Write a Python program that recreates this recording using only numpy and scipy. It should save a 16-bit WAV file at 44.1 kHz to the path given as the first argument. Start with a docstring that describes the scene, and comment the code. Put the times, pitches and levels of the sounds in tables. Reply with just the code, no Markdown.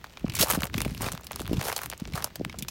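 """Slow steps over empty shells on an open beach flat, close to the microphone, in light wind.
A few shells snap as the weight shifts, then the heaviest footfall crushes a mass of them near 0.5 s.
Lighter crunches follow near 1 s, 1.6 s and 2.2 s, and single snaps close the scene. Throughout, wind
rumbles, tread and gusts thump at the microphone, and every crack sweeps downward, as its treble
travels faster than its bass."""
import sys
import numpy as np
from scipy import signal
from scipy.fft import rfft, irfft
from scipy.io import wavfile
from scipy.ndimage import uniform_filter1d

SR = 44100
rng = np.random.default_rng(int(sys.argv[2]) if len(sys.argv) > 2 else 0)


def dump_mix(stems):
    """Bounce the given channels to the path in sys.argv[1] as a 16-bit WAV at rate SR."""
    frames = np.atleast_2d(stems).T  # one column per channel
    limited = np.clip(frames, -1, 1)  # hard clip at full scale
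    pcm = np.round(limited * 32767).astype(np.int16)
    wavfile.write(sys.argv[1], SR, pcm)


N = 119070
TOP_HZ = 16100  # upper edge of the splinters and of the recorder


def amp(db):
    return 10 ** (np.asarray(db) / 20)


def unit_energy(x):
    return x / np.sqrt(np.sum(x ** 2) + 1e-20)


def level_curve(points):
    """Gain at each sample, from (t/s, level/dB) points."""
    return amp(np.interp(np.arange(N) / SR, *np.transpose(points)))


def colour(points, hz):
    """Gain at each frequency, from (f/Hz, level/dB) points."""
    f, db = np.transpose(points)
    return amp(np.interp(np.log(hz + 1), np.log(f), db))


def noise(points):
    """Noise of rms 1 with the given spectral shape."""
    spectrum = rfft(rng.standard_normal(N)) * colour(points, np.fft.rfftfreq(N, 1 / SR))
    return unit_energy(irfft(spectrum, N)) * np.sqrt(N)


def add(mix, start_s, sound):
    part = mix[max(round(start_s * SR), 0):][:len(sound)]
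    part += sound[:len(part)]


# Spectrum of the air far out on the flat: f/Hz, relative level/dB
HISS_SPECTRUM = [(100, 0), (400, -1.5), (1000, -6), (2800, -7), (6000, -14), (10000, -24), (16000, -17)]
def distant_hiss(level_db=-57):
    """The open flat hisses steadily, far from the microphone."""
    return amp(level_db) * noise(HISS_SPECTRUM)


# Gusts at the microphone: t/s, level/dB
GUSTS = [(0, -50.5), (.13, -56), (.2, -54), (.26, -36), (.37, -41.5), (.42, -32.5), (.47, -46), (.52, -38),
         (.6, -37.5), (.69, -46), (.76, -36), (.88, -35.5), (.96, -42), (1.03, -34.5), (1.13, -43),
         (1.2, -51), (1.3, -49.5), (1.36, -41), (1.47, -41), (1.549, -28.5), (1.63, -42), (1.7, -44),
         (1.78, -56), (1.88, -43.5), (1.98, -56.5), (2.08, -38), (2.2, -43.5), (2.3, -53), (2.36, -45.5),
         (2.46, -37), (2.53, -50), (2.6, -40), (2.7, -49.5)]
# Spectrum of their rumble: f/Hz, relative level/dB
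RUMBLE_SPECTRUM = [(20, -50), (28, -21), (40, -7.5), (60, 1.5), (80, -1), (120, -3), (220, -9),
                   (400, -16.5), (800, -45.5), (2000, -66)]
def wind():
    """Light wind buffets the microphone with a gusty rumble."""
    return level_curve(GUSTS) * noise(RUMBLE_SPECTRUM)


# Tread or gusts at the microphone: t/s, swing level/dB, f/Hz, knock level/dB
THUMPS = [(0.247, -17.5, 218.6, -26), (0.282, -33, 163.2, -42), (0.297, -30, 123.7, -51),
          (0.406, -23.5, 200.7, -51), (0.42, -28, 315, -31), (0.437, -21.5, 460.4, -19),
          (0.538, -27, 270, -34), (0.577, -20.5, 227.3, -31), (0.586, -25, 216.7, -30),
          (0.637, -25.5, 164.4, -51), (0.755, -23, 172, -46), (0.781, -23.5, 259, -49),
          (0.819, -31.5, 158, -51), (0.865, -21.5, 205, -25.5), (0.883, -33, 125.4, -40),
          (0.921, -29.5, 163.4, -47), (1.011, -29.5, 283, -39), (1.033, -35, 330, -28.5),
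          (1.067, -31, 231, -46), (1.144, -31, 151.7, -38), (1.411, -29.5, 305, -31),
          (1.449, -31.5, 138.5, -50), (1.498, -27.5, 142, -36), (1.515, -19.5, 287.8, -32),
          (1.533, -20.5, 260, -26), (1.584, -22, 137.4, -45), (2.022, -25.5, 206.4, -45),
          (2.145, -23.5, 141.7, -44), (2.401, -29, 219.3, -36.5), (2.413, -22.5, 331, -28.5),
          (2.466, -30, 175, -46), (2.589, -31, 168.6, -49), (2.628, -29.5, 172.7, -46)]
def thumps(swing_gain_db=3, knock_gain_db=2):
    """A brief knock, then a pressure swing of a cycle or two that falls in pitch."""
    rise_cycles, fall_cycles, sag_per_cycle = 0.32, 0.65, 0.2
    knock_hz, knock_width_s, knock_lead_s = 537, 0.00097, 0.0019
    out, t = np.zeros(N), np.arange(-SR // 20, SR // 20) / SR
    for at_s, swing_db, hz, knock_db in THUMPS:
        phase, knock_phase = rng.random(2)
        cycles = t * hz
        swell = np.exp(-.5 * (cycles / np.where(t < 0, rise_cycles, fall_cycles)) ** 2)
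        falling_hz = hz * np.exp(-sag_per_cycle * np.clip(cycles, -2, 2))
        swing = swell * np.sin(2 * np.pi * (np.cumsum(falling_hz) / SR + phase))
        knock = np.exp(-.5 * ((t + knock_lead_s) / knock_width_s) ** 2)
        knock *= np.sin(2 * np.pi * (knock_hz * t + knock_phase))
        thump = amp(swing_db + swing_gain_db) * swing + amp(knock_db + knock_gain_db) * knock
        add(out, at_s + t[0], thump)
    return out


def shell_ring(t, low_hz=2210, top_hz=15420, decay_s=0.004, modes=44):
    """A broken shell rings briefly in many damped modes."""
    pitch, life, strength, phase = rng.random((4, modes, 1))
    mode_hz = low_hz * (top_hz / low_hz) ** pitch
    decay = np.exp(-t / (decay_s * (.5 + life)))
    return unit_energy((strength * np.sin(2 * np.pi * (mode_hz * t + phase)) * decay).sum(0))


LEAD_S = 0.006  # room for the strain ahead of each crack
# Colour of every crack, close to the microphone: f/Hz, relative level/dB
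SHELL_SPECTRUM = [(400, 6), (700, 3.5), (1200, 3), (1700, -2), (3000, -1), (4800, -1.5), (7000, -0.5),
                  (12000, 2.5), (16000, 0.5)]
def fracture(after_db, resonance_hz, resonance_q=2.7, size=2048):
    """A shell strains, cracks, sheds chips and rings: body, crack, splinter bands, each of energy 1."""
    t, hz = np.arange(size) / SR, np.fft.rfftfreq(size, 1 / SR)

    def burst(decay_s, roughness=1):
        return unit_energy(rng.standard_normal(size) * roughness * np.exp(-t / decay_s))

    strain = amp(-9) * burst(decay_s=0.001)[::-1]  # tiny cracks build up; wraps to before the break
    tick_and_tear = unit_energy(amp(-5) * (t == 0) + burst(decay_s=0.00031))
    chips = amp(-4) * burst(decay_s=0.0072, roughness=amp(6.5 * rng.standard_normal(size)))
    ring = amp(-2) * shell_ring(t)
    ground_scatter = amp(-22) * burst(decay_s=0.0056)
    wave = strain + tick_and_tear + amp(after_db) * (ring + chips) + ground_scatter
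    # The bass arrives late: about 2 ms of lag at 1 kHz.
    sweep_turns = 2.1 * rng.uniform(0.5865, 1.4) * np.log(hz + 119)
    delay = np.exp(-2j * np.pi * (sweep_turns + hz * LEAD_S))
    detuning = hz / resonance_hz - resonance_hz / (hz + 1)
    resonance = 1 + amp(5) / (1 + 1j * resonance_q * detuning)
    spectrum = rfft(wave) * resonance * colour(SHELL_SPECTRUM, hz) * delay
    low, mid, top = (1 - 1 / (1 + (hz / edge_hz) ** 6) for edge_hz in (444, 1490, 5670))  # high-passes
    body, crack, splinter = low * (1 - mid), mid * (1 - top), top * (hz < TOP_HZ)
    return np.array([unit_energy(irfft(spectrum * band)) for band in (body, crack, splinter)])


def crackle(per_s, spread_db, shells=24, window=1000):
    """Small pieces break at random, at a roughly steady level in each of the three bands."""
    hits = amp(spread_db * np.minimum(rng.exponential(1, N), 4))
    hits *= (rng.random(N) < per_s / SR) * rng.choice([-1, 1], N)
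    local_power = abs(uniform_filter1d(hits ** 2, window))
    hits /= np.sqrt(local_power + 0.1 * np.mean(hits ** 2))
    which_shell = rng.integers(0, shells, N)
    bands = np.zeros((3, N))
    for k, hz in enumerate(np.geomspace(1700, 9300, shells)):
        piece = fracture(after_db=-13.5, resonance_hz=hz)
        bands += signal.oaconvolve((hits * (which_shell == k))[None], piece, axes=1)[:, :N]
    return bands


# Loose shells ticking on the ground nearby: t/s, relative level/dB
SETTLING = [(0, -3), (.25, -5), (.6, 8), (1.15, -2), (1.25, -3), (1.5, 3), (1.9, -1.5), (2.1, 3.5),
            (2.33, -9.5), (2.7, -2.5)]
def loose_shells(band_db=(-60, -57.5, -69.5)):
    """Shells tick faintly as they settle around the steps."""
    ticks = crackle(per_s=130, spread_db=4, shells=12, window=6000)
    return level_curve(SETTLING) * (amp(band_db) @ ticks)


# Weight on the shell bed, close by: t/s, length/s, body level/dB, crack level/dB, splinter level/dB
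CRUSHES = [(0.348, 0.031, -62, -39, -44), (.388, 0.014, -36.5, -27.5, -26.5),
           (0.405, 0.032, -34.5, -31, -25.5), (0.449, 0.069, -39, -46, -48), (0.489, 0.069, -34, -40, -37),
           (0.572, 0.092, -50, -57.5, -58), (0.726, 0.37, -66, -56, -59), (1.006, 0.08, -38, -42.5, -44),
           (1.095, 0.062, -52, -52.5, -60), (1.31, 0.07, -58, -55, -65), (1.381, 0.049, -70, -54, -54),
           (1.484, 0.19, -54.5, -54, -59), (1.59, 0.04, -40.5, -44, -50), (1.637, 0.063, -37, -42, -38.5),
           (1.712, .14, -47, -50.5, -52), (1.917, 0.026, -59, -55, -63), (2.147, 0.046, -38.5, -47, -48),
           (2.212, 0.064, -49, -54, -55.5)]
def crunch(press_s=0.0023, relax_s=0.0094):
    """Coarse pieces and fine grit crackle while a sole presses down."""
    t, power = np.arange(N) / SR, np.zeros((3, N))
    for start, length, *band_db in CRUSHES:
        press = np.clip((t - start) / press_s, 0, 1)
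        relax = np.exp(-np.maximum(t - start - length, 0) / relax_s)
        power += (amp(band_db)[:, None] * press * relax) ** 2
    grit_share = np.array([0.13, 0.7, 0.67])[:, None]  # of the power in each band
    coarse = np.sqrt(1 - grit_share) * crackle(per_s=240, spread_db=3.5)
    grit = np.sqrt(grit_share) * crackle(per_s=4500, spread_db=3.5)
    return (np.sqrt(power) * (coarse + grit)).sum(0)


# Single shells underfoot, close to the microphone:
# t/s, body level/dB, crack level/dB, splinter level/dB, ring and chips gain/dB, resonance f/Hz
SNAPS = [(0.0427, -39, -41.5, -52.5, -7, 1700.0), (0.0612, -52, -63, -70, -2, 2360.0),
         (0.1722, -46, -40.5, -66, -12, 2340), (0.1955, -63, -51.5, -58, -3, 2480.0),
         (0.264, -44.5, -48.0, -74, 0.0, 2650), (0.281, -48, -46, -56, -31, 2480.0),
         (0.298, -50, -35, -46.5, -6, 2230), (0.3202, -51, -41, -51, 0, 2670.0),
         (0.337, -42, -43, -43, 9, 2200), (0.3534, -61, -36.5, -29, -10.0, 6740),
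         (0.366, -41, -38, -35.0, 13, 2300.0), (0.4111, -34, -21.5, -22, 14, 4930),
         (0.4263, -29.5, -22.5, -25, -1, 4970), (0.4704, -33, -48, -40, -4, 1700.0),
         (0.4842, -58, -40, -35, -5, 1700.0), (0.5006, -26, -30.5, -23.5, 2, 1700.0),
         (0.5055, -25, -35, -24.0, 5, 1700.0), (0.512, -32, -30.0, -26.5, -7, 5660),
         (0.5242, -42, -35.0, -29.5, -21, 3270.0), (0.5353, -53, -34, -52, -15, 3620.0),
         (0.547, -27, -38.5, -32.5, 15, 1700.0), (0.564, -56, -48, -44, -7, 1700.0),
         (0.606, -57, -42.0, -41.5, -19, 2420.0), (0.6202, -33, -40, -38, -25, 1700.0),
         (0.6329, -37, -27, -38, -6, 2310), (0.6419, -35, -49, -35.0, -4, 7250),
         (0.6543, -36, -44, -37.5, -19, 1700.0), (0.6692, -45, -45.0, -44.5, -16, 2360.0),
         (0.7409, -36, -36, -53, -14, 2400), (0.7433, -41.5, -31.5, -46, -18, 2300),
         (0.7619, -52, -47, -48.0, 0.0, 5010.0), (0.7801, -40.5, -30.5, -34, -3.5, 2190.0),
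         (0.8044, -36, -30.5, -38, -14, 2230), (0.8174, -37.5, -33, -28.5, -8, 2870),
         (0.849, -39, -35, -44, 1, 2600), (0.8531, -37.5, -41, -44.0, -7, 2280),
         (0.8786, -45, -45, -49, 1, 2400), (0.9083, -54.0, -51, -51, -15, 2360.0),
         (0.9483, -50.0, -42.5, -45, -11, 2880.0), (0.9775, -69, -43, -50, -23, 4230),
         (1.0195, -44.0, -38.5, -30.5, 1, 1790.0), (1.042, -37, -39.0, -47.0, 8, 1700.0),
         (1.0638, -36, -34, -43, -3, 1700.0), (1.0859, -32, -37.5, -55, -21, 1980.0),
         (1.1194, -39.5, -42.0, -35.5, -22, 6780.0), (1.1243, -53.0, -45.0, -36.5, -12, 6950.0),
         (1.1332, -46, -47.0, -47, -12, 6450.0), (1.1501, -43, -47, -47, -14, 1700.0),
         (1.1765, -43, -41.5, -53.0, -24, 2170), (1.196, -47.5, -72, -65.0, -6, 1700.0),
         (1.2098, -50, -75, -51, -11, 6130.0), (1.244, -56, -56, -45, 4, 1700.0),
         (1.2689, -53, -40.5, -41.5, -11, 4600), (1.3102, -34, -42, -59, -11, 2280),
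         (1.3179, -44.0, -45, -37.5, -7.0, 1700.0), (1.3317, -50.0, -41.5, -56, -24, 2360.0),
         (1.3598, -41, -40.5, -35.0, -13, 5980.0), (1.3945, -37.5, -42.0, -47.0, -3, 3920),
         (1.4021, -51, -40.5, -40, -4, 2760), (1.4174, -41.0, -47, -42, -8, 6500),
         (1.465, -53, -41.5, -54, -12, 3900.0), (1.4771, -43.5, -42, -42.5, -15, 1700.0),
         (1.5307, -40, -39, -42.5, 5, 3260), (1.5687, -45, -40, -50.0, 6, 3170),
         (1.6126, -34.5, -35.5, -41, -36, 1700.0), (1.6267, -45, -42, -39, -8, 2810.0),
         (1.6837, -29, -38.5, -33.5, -6, 2030.0), (1.6989, -30, -38, -49, -5, 2030.0),
         (1.7173, -35, -38.5, -42.0, -6, 1700.0), (1.727, -31, -34.5, -35, -7, 2200),
         (1.764, -33.5, -32.0, -29, -2, 5140.0), (1.7785, -41.0, -42.0, -33.5, 0, 2300.0),
         (1.7898, -39, -38.5, -48.0, -34, 2360.0), (1.8172, -36, -48, -38, -8, 1700.0),
         (1.8339, -38, -42.0, -36, -4, 2250), (1.8597, -41.5, -40.5, -35, -8.5, 2130.0),
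         (1.9002, -49, -41.5, -35, -11, 7560), (1.915, -55, -41, -53, -4, 2760),
         (1.9256, -36.5, -41.5, -67, -12, 1700.0), (1.934, -40, -42.5, -52.0, -26, 1700.0),
         (1.9778, -68, -59, -47, -10, 7310.0), (2.0017, -72, -62, -51, -7.0, 2300.0),
         (2.0532, -50, -41, -68, -14, 2050), (2.1353, -52, -37, -49, 8, 2150),
         (2.1547, -37.5, -40.5, -36.5, 3, 4900), (2.1779, -32.5, -59, -42.0, -12, 1700.0),
         (2.2039, -38.5, -47, -58, -8, 1700.0), (2.224, -42, -37.5, -42, -13, 2830),
         (2.2437, -31, -34, -24.5, -8.5, 5470), (2.303, -54, -56.5, -71, -12, 3710.0),
         (2.3568, -42, -39, -38.0, -4, 6340), (2.449, -38, -32, -43.5, -18, 2320),
         (2.497, -47.5, -38.5, -58, -9, 2400), (2.5273, -53, -45, -60, -11.0, 2980),
         (2.542, -40.5, -69, -70, -5, 1700.0), (2.587, -70, -38.5, -37, 11, 7130.0),
         (2.6243, -63, -35.5, -34.5, -2, 2780), (2.6838, -42.5, -33.5, -35.0, 4.5, 5840)]
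def snaps(gain_db=-1.5, level_span_s=0.0081):
    """Larger shells break one by one as the weight shifts."""
    out = np.zeros(N)
    for at_s, *band_db, after_db, resonance_hz in SNAPS:
        add(out, at_s - LEAD_S, amp(band_db) @ fracture(after_db, resonance_hz))
    return out * amp(gain_db) * np.sqrt(level_span_s * SR)  # levels are averages over this span


def scene():
    """Steps and wind on the beach flat, at one microphone."""
    return (snaps() + crunch() + loose_shells() + thumps() + wind() + distant_hiss())[None]


def record(dry):
    """The recorder's band limit cuts the highest treble."""
    low_pass = signal.firwin(401, TOP_HZ, window=("kaiser", 8), fs=SR)
    return signal.oaconvolve(dry, low_pass[None], "same")


dry = scene()
out = record(dry)
dump_mix(out)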